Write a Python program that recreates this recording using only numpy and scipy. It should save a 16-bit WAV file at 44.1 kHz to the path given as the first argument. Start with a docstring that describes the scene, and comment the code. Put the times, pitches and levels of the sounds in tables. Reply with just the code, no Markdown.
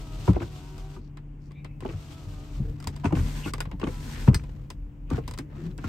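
"""Inside a parked, idling car the electric windows run in five short bursts, three at the back, then two at the front.
Each burst is a motor whine made of sine waves, under the noise hiss of glass sliding in its seals.
The doors knock and crack, and rocker switches click: short noise bursts mixed with dying sine waves.
Behind them are wavering engine tones, low rumble, faint air and clothes rubbing as a person shifts in the seat.
Gliding tones add thin whistles, squeaks and creaks; bands of grainy noise add rustles and breathy hisses."""
import sys
import numpy as np
from scipy import signal
from scipy.fft import rfft, irfft, next_fast_len
from scipy.io import wavfile
from scipy.ndimage import uniform_filter1d

SR = 44100
rng = np.random.default_rng(int(sys.argv[2]) if len(sys.argv) > 2 else 0)


def inscribe(sig):
    """Save sig as 16-bit PCM at rate SR to the path in sys.argv[1].

    A 1-D sig is mono; a 2-D sig holds one channel per row.
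    Samples are clipped to [-1, 1] before scaling.
    """
    pcm = np.round(np.clip(np.atleast_2d(sig).T, -1, 1) * 32767)
    wavfile.write(sys.argv[1], SR, pcm.astype(np.int16))


N = 259308
TIME = np.arange(N) / SR  # seconds, whole scene
RING = np.arange(16384) / SR  # seconds, one hit
# likeness of left and right channel by pitch: pitch_hz, likeness (1 = the same)
CHANNEL_LIKENESS = [(60, .99), (130, .96), (300, .78), (650, .2), (1400, .12), (3100, .28), (6800, .3),
                    (9000, .75), (10200, .9), (13000, .5), (16000, .15)]
# phase of right against left, opposed near 10 kHz: pitch_hz, phase_radians
CHANNEL_PHASE = [(60, 0), (6500, 0), (9200, 2.2), (10200, np.pi), (11000, 5), (12200, 2 * np.pi),
                 (16000, 7)]


def gain_of(db):
    """Decibels to amplitude."""
    return 10 ** (np.asarray(db) / 20)


def evened(x):
    """Scales to rms 1."""
    return x / np.sqrt(np.mean(x ** 2) + 1e-20)


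def struck(x):
    """Scales a hit to rms 1 over its first 20 ms."""
    return x / np.sqrt(np.mean(x[..., :SR // 50] ** 2) + 1e-20)


def read(points, hz):
    """Reads a table on a log-frequency axis."""
    f, value = np.transpose(points)
    return np.interp(np.log(hz + 1), np.log(f + 1), value)


def follow(rows):
    """A time curve at every sample."""
    return np.interp(TIME, *np.transpose(rows))


def add(mix, s, sound):
    """Adds a sound at time s."""
    part = mix[:, max(round(s * SR), 0):][:, :sound.shape[-1]]
    part += sound[..., :part.shape[-1]]


def wander(rate_hz):
    """Random wavering of rms 1, mostly slower than the given rate."""
    hz = np.fft.rfftfreq(N, 1 / SR)
    spectrum = rfft(rng.standard_normal(N)) * np.exp(-(hz / rate_hz) ** 2)
    return evened(irfft(spectrum, N))


def gate(start, end, fade):
    """On between two times, with short fades."""
    return np.clip(np.minimum(TIME - start, end - TIME) / fade + .5, 0, 1)


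def arch(middle, length):
    """One smooth rise and fall."""
    return np.cos(np.pi * np.clip((TIME - middle) / length, -.5, .5))


def swells(rows):
    """Amplitude of a series of movements, each one arch."""
    return sum(gain_of(db) * arch(middle, length) for middle, length, db in rows)


def noise(spectrum, size=N):
    """Coloured noise in two channels, whose likeness and phase depend on the pitch."""
    length = next_fast_len(size)
    hz = np.fft.rfftfreq(length, 1 / SR)
    left, other = rfft(rng.standard_normal((2, length)))
    same = np.clip(read(CHANNEL_LIKENESS, hz), -1, 1)
    right = same * left + np.sqrt(1 - same ** 2) * other
    right = right * np.exp(1j * read(CHANNEL_PHASE, hz))
    coloured = np.array([left, right]) * gain_of(read(spectrum, hz))
    return evened(irfft(coloured, length)[:, :size])


def dying(t60):
    """Exponential decay that falls by 60 dB in t60 seconds."""
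    return np.exp(-np.log(1000) * RING / max(t60, 1e-3))


def partial(hz):
    """A sine with a different phase in the two channels, partly by chance."""
    spread = np.arccos(np.clip(read(CHANNEL_LIKENESS, hz), -1, 1))
    apart = spread * rng.uniform(-1.04, 1) + read(CHANNEL_PHASE, hz)
    return np.sin(2 * np.pi * hz * RING + np.array([[0], [apart]]))


def mode(hz, t60):
    """The one mode (ringing tone) that a blow excites most."""
    return struck(dying(t60) * (1 - np.exp(-RING * hz / 2)) * partial(hz))


def ring(modes, detune):
    """Damped modes; each blow lands elsewhere and shifts their pitches a little."""
    out = 0
    for k, (hz, db, t60) in enumerate(modes):
        tone = partial(hz * (1 + detune * rng.standard_normal()))
        out = out + (-1) ** k * gain_of(db) * dying(t60) * (1 - np.exp(-RING * hz * 2)) * tone
    return out


def burst(spectrum, rise, t60, tail_db, tail_t60, chatter_db):
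    """Many close modes die together, shaken by small rebounds; then the short tail of the upholstered cabin."""
    rebounds = evened(uniform_filter1d(rng.standard_normal(len(RING)), size=140))
    body = dying(t60) * gain_of(chatter_db * rebounds)
    tail = gain_of(tail_db) * dying(tail_t60)
    shape = (1 - np.exp(-RING / rise)) * (body + tail)
    return struck(noise(spectrum, size=len(RING)) * shape)


def bent(x):
    """Bending waves carry the treble first, so a knock falls quickly in pitch."""
    longest_lag_s, fade_hz = 0.00694, 408  # the lag shrinks as the pitch rises
    hz = np.fft.rfftfreq(len(RING), 1 / SR)
    lag = longest_lag_s * np.exp(-hz / fade_hz)
    return irfft(rfft(x) * np.exp(-2j * np.pi * np.cumsum(lag) * hz[1]), len(RING))


def cabin(rumble_db, jolt_db, air_db, cloth_db, grain_db):
    """Low rumble, faint air, and the grainy rub of clothes on the seat."""
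    # rumble of the car and the hand-held microphone: time_s, level_db before rumble_db
    rumble_curve = [(0.0, -40.5), (0.31, -34.5), (0.7, -42.5), (1.33, -47), (1.8, -41), (2.9, -40),
                    (3.24, -35), (3.67, -38.5), (4.21, -34), (4.75, -40.5), (5.32, -48.5), (5.44, -41.5),
                    (5.88, -35)]
    # its colour: pitch_hz, density_db (per Hz)
    rumble_colour = [(15, -53), (28, -12), (40, 10.5), (55, -4.5), (85, -2.5), (130, -5), (200, -19),
                     (300, -31.5), (500, -27), (1000, -60)]
    # the microphone is jolted as it swings round: middle_s, length_s, level_db before jolt_db
    jolts = [(0.42, 0.33, -34), (2.3, 0.13, -30.5), (2.66, 0.29, -28), (3.23, 0.19, -23), (4.38, 0.36, -36),
             (5.25, 0.5, -29.5)]
    # clothes and seat rubbing: middle_s, length_s, level_db before cloth_db
    shifts = [(2.67, 0.13, -51.5), (3.0, 0.89, -49), (3.68, 0.53, -59), (4.44, 0.58, -52.5),
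              (5.15, 0.12, -38), (5.64, 0.22, -44.5), (5.88, 0.17, -37.5)]
    # colours of cloth and air: pitch_hz, density_db (per Hz)
    cloth_colour = [(120, -55.5), (200, 0.5), (366, -11.5), (424, -20), (465, -31), (659, -19), (1650, -25),
                    (8270, -40), (10100, -52), (12200, -46), (16000, -58)]
    air_colour = [(100, -11.5), (170, -1), (300, -5.5), (480, -20.5), (700, -21.5), (900, -22),
                  (1500, -29.5), (2900, -33), (4000, -50), (8000, -47.5), (16000, -137)]
    rumble_level = np.hypot(gain_of(follow(rumble_curve) + rumble_db), gain_of(jolt_db) * swells(jolts))
    rumble = noise(rumble_colour) * rumble_level
    cloth = noise(cloth_colour) * swells(shifts) * gain_of(cloth_db + grain_db * wander(150))
    air = noise(air_colour) * gain_of(-63.5 + air_db)
    return rumble + cloth + air


def idle(drone_db, drift, low_share, drone_share, octave_share):
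    """Steady, slightly wavering engine tones that swell as the microphone moves about the cabin."""
    # idling engine: pitch_hz, level_db (rms, before the swells and drone_db)
    engine_tones = [(38.5, -51.5), (80.7, -74.5), (145.3, -45), (290.7, -56.5)]
    # standing waves met on the way (only changes around the mean count): time_s, drone_db, octave_db
    standing_waves = [(0.0, -49, -58.5), (0.33, -46.5, -58), (1.0, -45, -57.5), (1.85, -45, -56.5),
                      (2.289, -48, -56.5), (2.64, -44.5, -43.5), (3.16, -37, -69), (4.09, -45.5, -52),
                      (4.42, -42.5, -59), (4.81, -50, -57), (5.65, -45, -54.5), (5.88, -51, -55)]
    s, drone, octave = np.transpose(standing_waves)
    places = [(drone, low_share), (drone, low_share), (drone, drone_share), (octave, octave_share)]
    tones = np.zeros(N)
    for (hz, db), (place_db, share) in zip(engine_tones, places):
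        swell_db = share * np.interp(TIME, s, place_db - place_db.mean()) + 1.2 * wander(4)
        pitch = hz * (1 + drift * wander(5.01))
        tones += gain_of(db + swell_db) * np.sin(2 * np.pi * np.cumsum(pitch) / SR)
    return np.sqrt(2) * tones * gain_of(drone_db)  # root 2 turns rms into sine peak


def gliding_tones(level_db):
    """Brief gliding tones with a ragged pitch: thin breathy whistles, squeaks and low creaks."""
    # middle_s, length_s, pitch_hz, glide (share of pitch), level_db before the layer gain,
    # roughness (share of pitch)
    tone_rows = [(1.583, 0.08, 2330, 0.06, -55, 0.05), (1.575, 0.115, 3650, 0.09, -69, 0.045),
                 (1.712, 0.19, 2600, -0.022, -68, 0.028), (2.68, 0.1, 450, 0.045, -45.5, 0.012),
                 (3.45, 0.044, 2720, -0.11, -39, 0.084), (3.484, 0.039, 1435, 0.029, -42.5, 0.024),
                 (3.725, 0.092, 968, -0.17, -53, 0.11), (5.429, 0.1, 289.3, 0.15, -45, 0.058),
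                 (5.6, 0.039, 354.3, -0.14, -39, 0.036), (5.668, 0.21, 363, -0.034, -46.5, 0.07),
                 (5.668, 0.11, 170, 0.27, -28.5, 0.03), (5.57, 0.162, 1300, 0.1, -64, 0.04),
                 (5.62, 0.14, 1850, -0.083, -65, 0.04)]
    out = np.zeros(N)
    for middle, length, hz, glide, db, rough in tone_rows:
        slide = glide * np.clip((TIME - middle) / length, -.5, .5)
        pitch = hz * (1 + slide + rough * wander(hz / 4))
        level = arch(middle, length) * gain_of(db + 0.61 * wander(90))
        out += level * np.sin(2 * np.pi * np.cumsum(pitch) / SR)
    return gain_of(level_db) * out


def rustles(level_db, grain_db):
    """Dry rustles and faint breathy hisses: grainy noise in bands of different pitch and width."""
    # middle_s, length_s, centre_hz, half_width_octaves, level_db before the layer gain
    rustle_rows = [(0.384, 0.31, 3480, 0.63, -54.5), (1.042, 0.13, 4430, 0.45, -66),
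                   (1.45, 0.11, 5260, 0.5, -66.5), (1.642, 0.26, 2270, 0.12, -59.5),
                   (1.879, 0.14, 2480, 1, -54), (3.051, 0.034, 2000, 0.98, -40),
                   (3.84, 0.1, 2480, 0.64, -51), (4.169, 0.085, 1650, 0.79, -41),
                   (5.09, 0.06, 2580, 0.25, -61), (5.253, 0.13, 2190, 0.65, -58),
                   (5.49, 0.17, 1900, 0.24, -67), (5.14, 0.12, 1400, 0.4, -50),
                   (5.55, 0.15, 970, 0.92, -53.5), (5.567, 0.25, 430, 0.3, -50.5)]
    out = np.zeros((2, N))
    for middle, length, hz, octaves, db in rustle_rows:
        band = [(hz * 2 ** (k * octaves), -7 * abs(k) ** 1.3) for k in range(-5, 6)]
        out += noise(band) * arch(middle, length) * gain_of(db)
    return out * gain_of(level_db + grain_db * wander(250))


def cracks(level_db, ringing):
    """Door trim lets go with single dry cracks as the load comes on or off, each with a short ring."""
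    # start_s, centre_hz, level_db before the layer gain
    crack_rows = [(0.278, 3000, -47), (0.284, 2290, -44), (0.359, 2500, -46), (0.402, 2610, -43),
                  (0.427, 1550, -37.5), (1.805, 2930, -54), (1.834, 1980, -49), (1.861, 3020, -46),
                  (1.89, 2900, -45), (1.896, 2650, -46.5), (3.054, 2574, -31), (3.153, 2740, -39),
                  (3.815, 2780, -39), (3.839, 3080, -37.5), (3.873, 2170, -38), (3.888, 2388, -45),
                  (4.277, 1530, -36), (4.285, 2710, -37.5), (4.395, 2390, -48), (5.144, 1420, -40.5),
                  (5.712, 3980, -59)]
    # colour of a crack: multiple of the centre, density_db (per Hz)
    crack_band = [(0.15, -30), (0.4, -11), (0.75, -2), (1, -1), (1.3, -13.5), (2.2, -22.5), (4, -37.5),
                  (6, -51.5)]
    out = np.zeros((2, N))
    for s, hz, db in crack_rows:
        band = [(hz * ratio, band_db) for ratio, band_db in crack_band]
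        crack = burst(band, rise=0.00037, t60=0.024, tail_db=-20, tail_t60=0.067, chatter_db=1.5)
        add(out, s, gain_of(db + level_db) * struck(crack + ringing * mode(hz, t60=0.042)))
    return out


def latch():
    """A small steel catch snaps after the front glass stops and rings briefly in clear bands."""
    # its ringing tones: pitch_hz, level_db (relative), t60_s
    catch_modes = [(1390, 1, 0.044), (1664, 9, 0.04), (1754, 6, 0.061), (2050, 4.5, 0.058),
                   (2470, -1, 0.057), (3180, -9.5, 0.07), (3910, -3.5, 0.07), (4230, 0.5, 0.091),
                   (4890, 1.5, 0.075), (4950, 3.5, 0.09), (5850, -5.5, 0.12), (6150, -8.5, 0.12),
                   (8200, -2, 0.08), (8300, 0, 0.1)]
    start_s, level_db = 4.344, -34
    out = np.zeros((2, N))
    add(out, start_s, gain_of(level_db) * struck(ring(catch_modes, detune=0.005)))
    return out


def clicks(snap_db, body_db, fizz_db, modal, leading, springy):
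    """A spring snaps over and rings its plastic housing."""
    # switch clicks: start_s, snap_db, hollow_body_db (both before the layer gains), strongest_body_hz
    click_rows = [(0.331, -46.5, -41.5, 764), (0.78, -46.5, -47, 760), (1.1707, -53, -44, 1025),
                  (1.508, -65, -49.5, 1112), (1.518, -56, -57, 2090), (1.6456, -48, -39.5, 1033),
                  (1.805, -48, -44.5, 1020), (2.801, -45.5, -46.5, 1400), (2.8258, -47, -45, 1270),
                  (2.8414, -43, -42.5, 1110), (2.8718, -28.5, -31, 916), (2.962, -43, -44.5, 960),
                  (3.065, -47, -42, 1440), (3.5361, -29.5, -28, 1180), (3.5805, -46, -39, 976),
                  (3.6042, -27, -26, 1460), (3.653, -55, -38.5, 1120), (3.714, -50.5, -38, 976),
                  (3.797, -47, -41, 1065), (4.3445, -24, -33, 1674), (4.4367, -53, -45, 987),
                  (4.7026, -36.5, -37, 993), (5.102, -43, -39, 1150), (5.2779, -35, -34.5, 977),
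                  (5.3098, -40.5, -39, 980), (5.3366, -41.5, -39.5, 1010), (5.3759, -41, -41.5, 1320),
                  (5.3867, -33, -35, 1040), (5.7788, -44.5, -47, 970)]
    # ringing of spring and housing: pitch_hz, level_db (relative), t60_s
    spring_modes = [(3960, 5, 0.036), (4530, -1.5, 0.035), (4700, 13, 0.023), (4980, 5.5, 0.076),
                    (5650, -12, 0.12), (6240, -10, 0.13), (7260, -0.5, 0.046), (8520, 5, 0.06)]
    housing_modes = [(880, 4, 0.07), (1039, 8.5, 0.037), (1237, 3.5, 0.041), (1470, -24, 0.16),
                     (1740, -30, 0.02), (2020, 2.5, 0.058), (2470, -3, 0.057), (2720, -7, 0.035)]
    # colours of the snap, the hollow body and the top fizz: pitch_hz, density_db (per Hz)
    snap_colour = [(1500, -38), (3000, -6.5), (4200, -7), (5000, -4), (6300, -9), (7300, -7.5),
                   (8400, -4.5), (10000, -20), (13000, -20)]
    hollow_colour = [(300, 5.5), (700, -1.5), (1100, -3.5), (2000, -5), (2800, -9), (4000, -13.5),
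                     (8000, -56)]
    fizz_colour = [(6000, -43), (9500, 8), (11500, 0), (14000, -5), (16000, -18)]
    fizz_growth = 1.33  # dB of fizz for each dB of snap: harder clicks are brighter
    out = np.zeros((2, N))
    for s, snap, body, body_hz in click_rows:
        crack = burst(snap_colour, rise=0.00076, t60=0.015, tail_db=-16, tail_t60=0.11, chatter_db=-6.5)
        spring = struck(crack + springy * struck(ring(spring_modes, detune=0.013)))
        hollow = burst(hollow_colour, rise=0.0013, t60=0.081, tail_db=-34, tail_t60=0.13, chatter_db=-1)
        modes = struck(ring(housing_modes, detune=0.015))
        housing = struck(hollow + modal * modes + leading * mode(body_hz, t60=0.039))
        fizz = burst(fizz_colour, rise=.0003, t60=.018, tail_db=-15, tail_t60=.1, chatter_db=2)
        add(out, s, gain_of(snap + snap_db) * spring)
        add(out, s, gain_of(body + body_db) * housing)
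        add(out, s, gain_of(fizz_growth * snap + fizz_db) * fizz)
    return out


def knocks(clunk_db, tap_db, boom_db, rattle_db):
    """Glass takes up slack or hits its stop: trim taps, panel clunks, door booms, loose parts rattle."""
    # blows in the doors, levels before the layer gains: start_s, clunk_db, strongest_panel_hz,
    # tap_db, tap_hz, boom_db, boom_hz, rattle_db, length_factor
    blows = [(0.278, -15.5, 349, -20.5, 960, -14, 112.4, -41, 0.93),
             (0.29, -22, 233, -32, 1310, -16, 182.7, -50, 0.49),
             (0.345, -33, 330, -45, 1000, -26.5, 76, -43, 0.56),
             (0.362, -18.5, 348, -23.5, 762, -23, 72.5, -44.5, 0.46),
             (0.405, -27, 330, -36, 1040, -48, 73, -45, 0.32),
             (0.417, -26, 343, -33.5, 1310, -32, 114, -38, 0.89),
             (0.963, -39, 353, -39, 1220, -40.5, 144, -53, 1.3),
             (1.822, -32.5, 368, -38.5, 1026, -39, 119, -48, 0.6),
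             (1.85, -22.5, 383, -25, 862, -42, 147, -50, 0.18),
             (1.886, -32, 330, -41, 690, -40, 125, -50, 0.7),
             (1.903, -38, 438, -40, 1120, -47, 123, -46, 1.1), (1.932, -45, 342, -42, 750, -32, 98, -49, 1),
             (2.594, -38.5, 302, -58, 895, -24.5, 129, -61, 0.73),
             (2.868, -30.5, 271, -31.5, 992, -28, 80, -54, 0.97),
             (3.036, -47, 284, -30, 980, -50, 120, -52, 0.4),
             (3.043, -22, 267, -20.5, 941, -24.5, 235, -33.5, 0.46),
             (3.053, -19.5, 268, -18.5, 922, -25, 96, -28, 0.99),
             (3.106, -39, 302, -30.5, 976, -38, 120, -48, 0.34),
             (3.123, -15, 299, -23, 828, -20, 169, -37.5, 0.66),
             (3.152, -32, 278, -40, 1090, -28, 118, -39, 0.95),
             (3.168, -25.5, 281, -28, 1060, -23, 81.2, -37, 1.3),
             (3.19, -29, 248, -41, 910, -26, 116, -37, 1.17),
             (3.458, -23.5, 299, -29, 1120, -33, 191, -42, 0.4),
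             (3.476, -35.5, 330, -48, 1490, -30, 128, -38, 0.28),
             (3.672, -41, 280, -58, 1010, -27, 100, -71, 0.21),
             (3.727, -40, 278, -56, 990, -32.5, 181, -66, 0.71),
             (3.813, -31.5, 412, -37, 1060, -49, 91, -45, 0.23),
             (3.8296, -23, 450, -22.5, 1150, -27.5, 202, -47, 0.3),
             (3.839, -23.5, 268, -39, 805, -36, 188, -39, 0.42),
             (3.868, -19.5, 264, -30, 1113, -25, 173, -39, 0.39),
             (3.882, -30.5, 500, -38, 890, -42, 150, -48, 0.62),
             (4.276, -14, 214, -18.5, 943, -7.5, 126.7, -34, 0.67),
             (4.283, -19.5, 196, -47, 1030, -18.5, 183, -51, 0.38),
             (4.31, -37, 268, -46, 940, -29, 163, -58, 0.31),
             (4.331, -32.5, 330, -50, 990, -34, 130, -43, 0.35),
             (4.343, -29.5, 270, -44, 1000, -23, 101, -32, 0.63),
             (5.11, -20, 266, -29.5, 1193, -32, 142.6, -45, 1),
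             (5.128, -36, 310, -40, 810, -19.5, 82.8, -55, 0.7),
             (5.179, -23, 454, -28, 716, -36, 142, -45, 0.7),
             (5.388, -29, 273.5, -59, 1040, -48, 111, -37, 0.87),
             (5.785, -35, 291, -41, 980, -35, 87, -42.5, 0.62),
             (5.841, -27, 259, -27, 1385, -30.5, 80.6, -38, 0.82)]
    # ringing of door panel, cabin air and loose plastic: pitch_hz, level_db (relative), t60_s
    panel_modes = [(273, 10.5, 0.091), (341, 3.5, 0.093), (416, -13, 0.064), (474.6, 0.5, 0.11),
                   (637, 7.5, 0.029), (690, -15.5, 0.1), (880, -6.5, 0.059), (1026, -7, 0.14),
                   (1220, -17, 0.046)]
    air_modes = [(61.5, -11.5, 0.49), (82.9, -8.5, 0.26), (105, -41, 0.089), (176.6, -8.5, 0.088)]
    loose_modes = [(1498, 8.5, 0.051), (1813, -5, 0.084), (2115, -3.5, 0.09), (2387, -1.5, 0.056),
                   (2614, 1, 0.055), (3150, -4, 0.04)]
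    # dense ringing of the trim and of loose parts: pitch_hz, density_db (per Hz)
    clunk_colour = [(120, -34), (240, 2), (400, 5), (650, -9.5), (950, -11), (1400, -16), (2500, -67),
                    (5000, -69.5)]
    rattle_colour = [(600, -21), (1200, 9), (1500, 1.5), (2000, 0), (2700, 0.5), (3600, -16.5), (6000, -12),
                     (9000, -15), (16000, -68)]
    swell_s = 0.019  # a boom of length factor 1 peaks this late
    skin_ratio, skin_db = 1.599, -7  # the door's outer skin has a second drum mode above every boom
    out = np.zeros((2, N))
    for s, clunk, panel_hz, tap, tap_hz, boom, hz, rattle, stretch in blows:
        u = RING / max(swell_s * stretch, .003)
        skin = gain_of(skin_db) * np.sin(2 * np.pi * skin_ratio * hz * RING)
        drum = np.sin(2 * np.pi * hz * RING) + skin
        flex = (u * np.exp(1 - u)) ** 2 * drum + ring(air_modes, detune=0.059)

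        dense = burst(clunk_colour, rise=0.00028, t60=0.078 * stretch,
                      tail_db=3.0, tail_t60=0.16, chatter_db=-5.5)
        modes = struck(ring(panel_modes, detune=0.031))
        strongest = mode(panel_hz, t60=0.092 * stretch)
        panel = struck(bent(.7 * dense + .55 * modes + strongest))

        lower = 0.73 * mode(0.773 * tap_hz, t60=0.032)
        upper = 0.19 * mode(1.25 * tap_hz, t60=0.027)
        trim = struck(mode(tap_hz, t60=0.048) + lower + upper)

        shaken = burst(rattle_colour, rise=0.0012, t60=0.11 * stretch,
                       tail_db=-11.5, tail_t60=0.23, chatter_db=4.0)
        loose = struck(shaken + .8 * struck(ring(loose_modes, detune=0.03)))

        add(out, s, gain_of(boom + boom_db) * flex)
        add(out, s, gain_of(clunk + clunk_db) * panel)
        add(out, s, gain_of(tap + tap_db) * trim)
        add(out, s, gain_of(rattle + rattle_db) * loose)
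    return out


def friction(runs, fade):
    """The glass breaks free, then drags steadily more or less as it travels."""
    grip_db, grip_s = -0.5, 0.12  # seals grip harder at first: slightly quieter until the glass is free
    out = np.zeros(N)
    for start, end, db, change_db, _ in runs:
        travel = np.clip((TIME - start) / (end - start), 0, 1)
        held_db = grip_db * np.exp(-np.maximum(TIME - start, 0) / grip_s)
        out += gate(start, end, fade) * gain_of(db + change_db * (travel - .5) + held_db)
    return out


def sliding(spectrum, speed, chop, stick_db, grain_db):
    """Glass hisses in its seals, pushed once a turn by the worm gear; the rubber grabs in grains."""
    # the part of the hiss made grainy, mostly the middle range: pitch_hz, level_db
    rub_band = [(200, -20), (500, 0), (3000, 0), (6000, -15)]
    angle = 2 * np.pi * np.cumsum(speed) / SR
    hiss = noise(spectrum)
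    rub = irfft(rfft(hiss) * gain_of(read(rub_band, np.fft.rfftfreq(N, 1 / SR))), N)
    grains = evened(gain_of(grain_db * wander(140)))
    grainy = hiss + rub * (grains - 1)
    return grainy * (1 + chop * np.cos(angle)) * gain_of(stick_db * wander(19))


def powered(runs, fade):
    """A motor whines evenly for as long as it is switched on."""
    return sum(gain_of(whine_db) * gate(start, end, fade) for start, end, _, _, whine_db in runs)


def whine(door, speed, flutter_db, jitter):
    """Multiples of the shaft speed swell and fade as they glide across the resonances of the door."""
    # strongest on the multiples of the armature slots: order (tones per turn), level_db (relative)
    shaft_orders = [(4, 0), (5, -10), (6, -8), (7, -5), (8, 0), (9, -4), (10, -4), (11, -8), (12, -6),
                    (14, -8), (15, -8), (16, 0), (17, -7), (18, -9), (20, -4), (24, -5), (32, -3)]
    angle = 2 * np.pi * np.cumsum(speed * (1 + jitter * wander(32.6))) / SR
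    out = np.zeros((2, N))
    for order, db in shaft_orders:
        channel_phase = rng.uniform(0, 2 * np.pi) + np.array([[0], [rng.normal(0, .5)]])
        swell_db = read(door, order * speed) + flutter_db * wander(8)
        out += gain_of(db + swell_db) * np.sin(order * angle + channel_phase)
    return out


def rear_window(slide_db):
    """The rear motor whines through its door while the glass hisses, in three bursts."""
    # start_s, end_s, sliding_db before slide_db, friction_change_db, whine_db before door and orders
    runs = [(-0.02, 0.32, -50.5, 7, -57.5), (0.41, 0.99, -55, -3, -59), (1.89, 2.61, -56, -2.5, -61.5)]
    # motor speed, sagging under load, one curve a burst: time_s, turns_per_second_hz
    shaft = [
        [(0.0, 82.5), (0.14, 77.94), (0.26, 84.8)],
        [(0.46, 95.8), (0.592, 91.05), (0.68, 94.9), (0.74, 93.9), (0.81, 95), (0.96, 97.3)],
        [(1.94, 81.65), (2.02, 83.16), (2.11, 81.35), (2.154, 82.4), (2.268, 78.3), (2.38, 75.1), (2.46, 79.3),
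         (2.52, 78.4), (2.58, 73.7)],
    ]
    # how the door radiates the whine: pitch_hz, level_db
    door = [(300, -8), (375, 5), (435, 3), (480, -5), (560, -6), (620, 2.5), (645, 1), (680, -5), (735, 2),
            (775, -2), (810, -8), (860, -6), (945, 2), (1040, -3), (1130, -3), (1265, -4), (1330, -5),
            (1420, -9), (1500, -9), (2000, -14), (3200, -20)]
    # glass rubbing in its seals: pitch_hz, density_db (per Hz)
    slide_colour = [(180, -16.5), (300, -3.5), (519, -16), (749, -18), (814, -14), (1280, -16),
                    (1690, -21.5), (2790, -17.5), (8220, -26), (9390, -26), (10000, -85), (10700, -38),
                    (11700, -31), (14500, -38), (16000, -56)]
    speed = follow(np.vstack(shaft))
    motor = powered(runs, fade=.027) * whine(door, speed, flutter_db=2.5, jitter=.0018)
    hiss = sliding(slide_colour, speed, chop=0.044, stick_db=1.6, grain_db=1.5)
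    return motor + friction(runs, fade=0.039) * gain_of(slide_db) * hiss


def front_window(slide_db):
    """The front window is closer and rougher, mostly hiss, in two bursts."""
    # start_s, end_s, sliding_db before slide_db, friction_change_db, whine_db before door and orders
    runs = [(3.15, 3.505, -51, 1.5, -62), (3.86, 4.29, -54.5, 3, -60.5)]
    # motor speed over both bursts: time_s, turns_per_second_hz
    shaft = [(3.15, 85.3), (3.3, 83.9), (3.42, 85.5), (3.9, 84.1), (4.0, 81.35), (4.09, 84), (4.28, 82.7)]
    # how the door radiates the whine: pitch_hz, level_db
    door = [(320, -2), (680, -9), (820, -2), (960, -4), (1020, 9), (1120, -4), (1325, 3), (1370, -8),
            (1950, -3), (2700, -13)]
    # glass rubbing in its seals: pitch_hz, density_db (per Hz)
    slide_colour = [(120, -51), (200, 0), (259, 4.5), (299, -7), (623, -17.5), (1020, -12.5), (1230, -21),
                    (1300, -42), (1400, -15), (7970, -24), (9060, -20), (9930, -52), (11300, -28.5),
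                    (12800, -31), (16000, -43)]
    speed = follow(shaft)
    motor = powered(runs, fade=0.023) * whine(door, speed, flutter_db=3.5, jitter=.004)
    hiss = sliding(slide_colour, speed, chop=0.12, stick_db=1.5, grain_db=1.5)
    return motor + friction(runs, fade=0.033) * gain_of(slide_db) * hiss


def scene():
    """Both windows, their knocks and switches, in the idling car."""
    still = cabin(rumble_db=0.5, jolt_db=-4.5, air_db=10.0, cloth_db=-1.5, grain_db=3.0)
    engine = idle(drone_db=-0.5, drift=0.00422, low_share=0.23, drone_share=1.0, octave_share=0.91)
    small_sounds = gliding_tones(level_db=0.0) + rustles(level_db=-5.5, grain_db=3.0)
    switches = clicks(snap_db=-11.0, body_db=-6.0, fizz_db=-11.0, modal=0.43, leading=0.54, springy=0.5)
    doors = knocks(clunk_db=-8.0, tap_db=-14.0, boom_db=2.0, rattle_db=-9.0)
    doors = doors + cracks(level_db=-7.5, ringing=0.51)
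    windows = rear_window(slide_db=1.5) + front_window(slide_db=9.5)
    return still + engine + small_sounds + switches + latch() + doors + windows


def record(dry):
    """The channels differ a little in colour, peaks near full scale are rounded off, then the top is cut."""
    # colour of the two channels: pitch_hz, left_minus_right_db
    balance = [(60, 1.1), (110, 2), (200, 2.5), (380, 2), (700, 0), (1290, -1), (2380, 2.5), (4400, 4.5),
               (8120, 1), (15000, -1.5)]
    ceiling, edge_hz = 0.9, 16000
    tilt_db = read(balance, np.fft.rfftfreq(N, 1 / SR)) / 2
    heard = irfft(rfft(dry) * gain_of([tilt_db, -tilt_db]), N)
    heard = heard / (1 + (heard / ceiling) ** 8) ** (1 / 8)
    low_pass = signal.firwin(511, edge_hz, window=("kaiser", 9), fs=SR)
    return signal.oaconvolve(heard, low_pass[None], "same")


dry = scene()
out = record(dry)
inscribe(out)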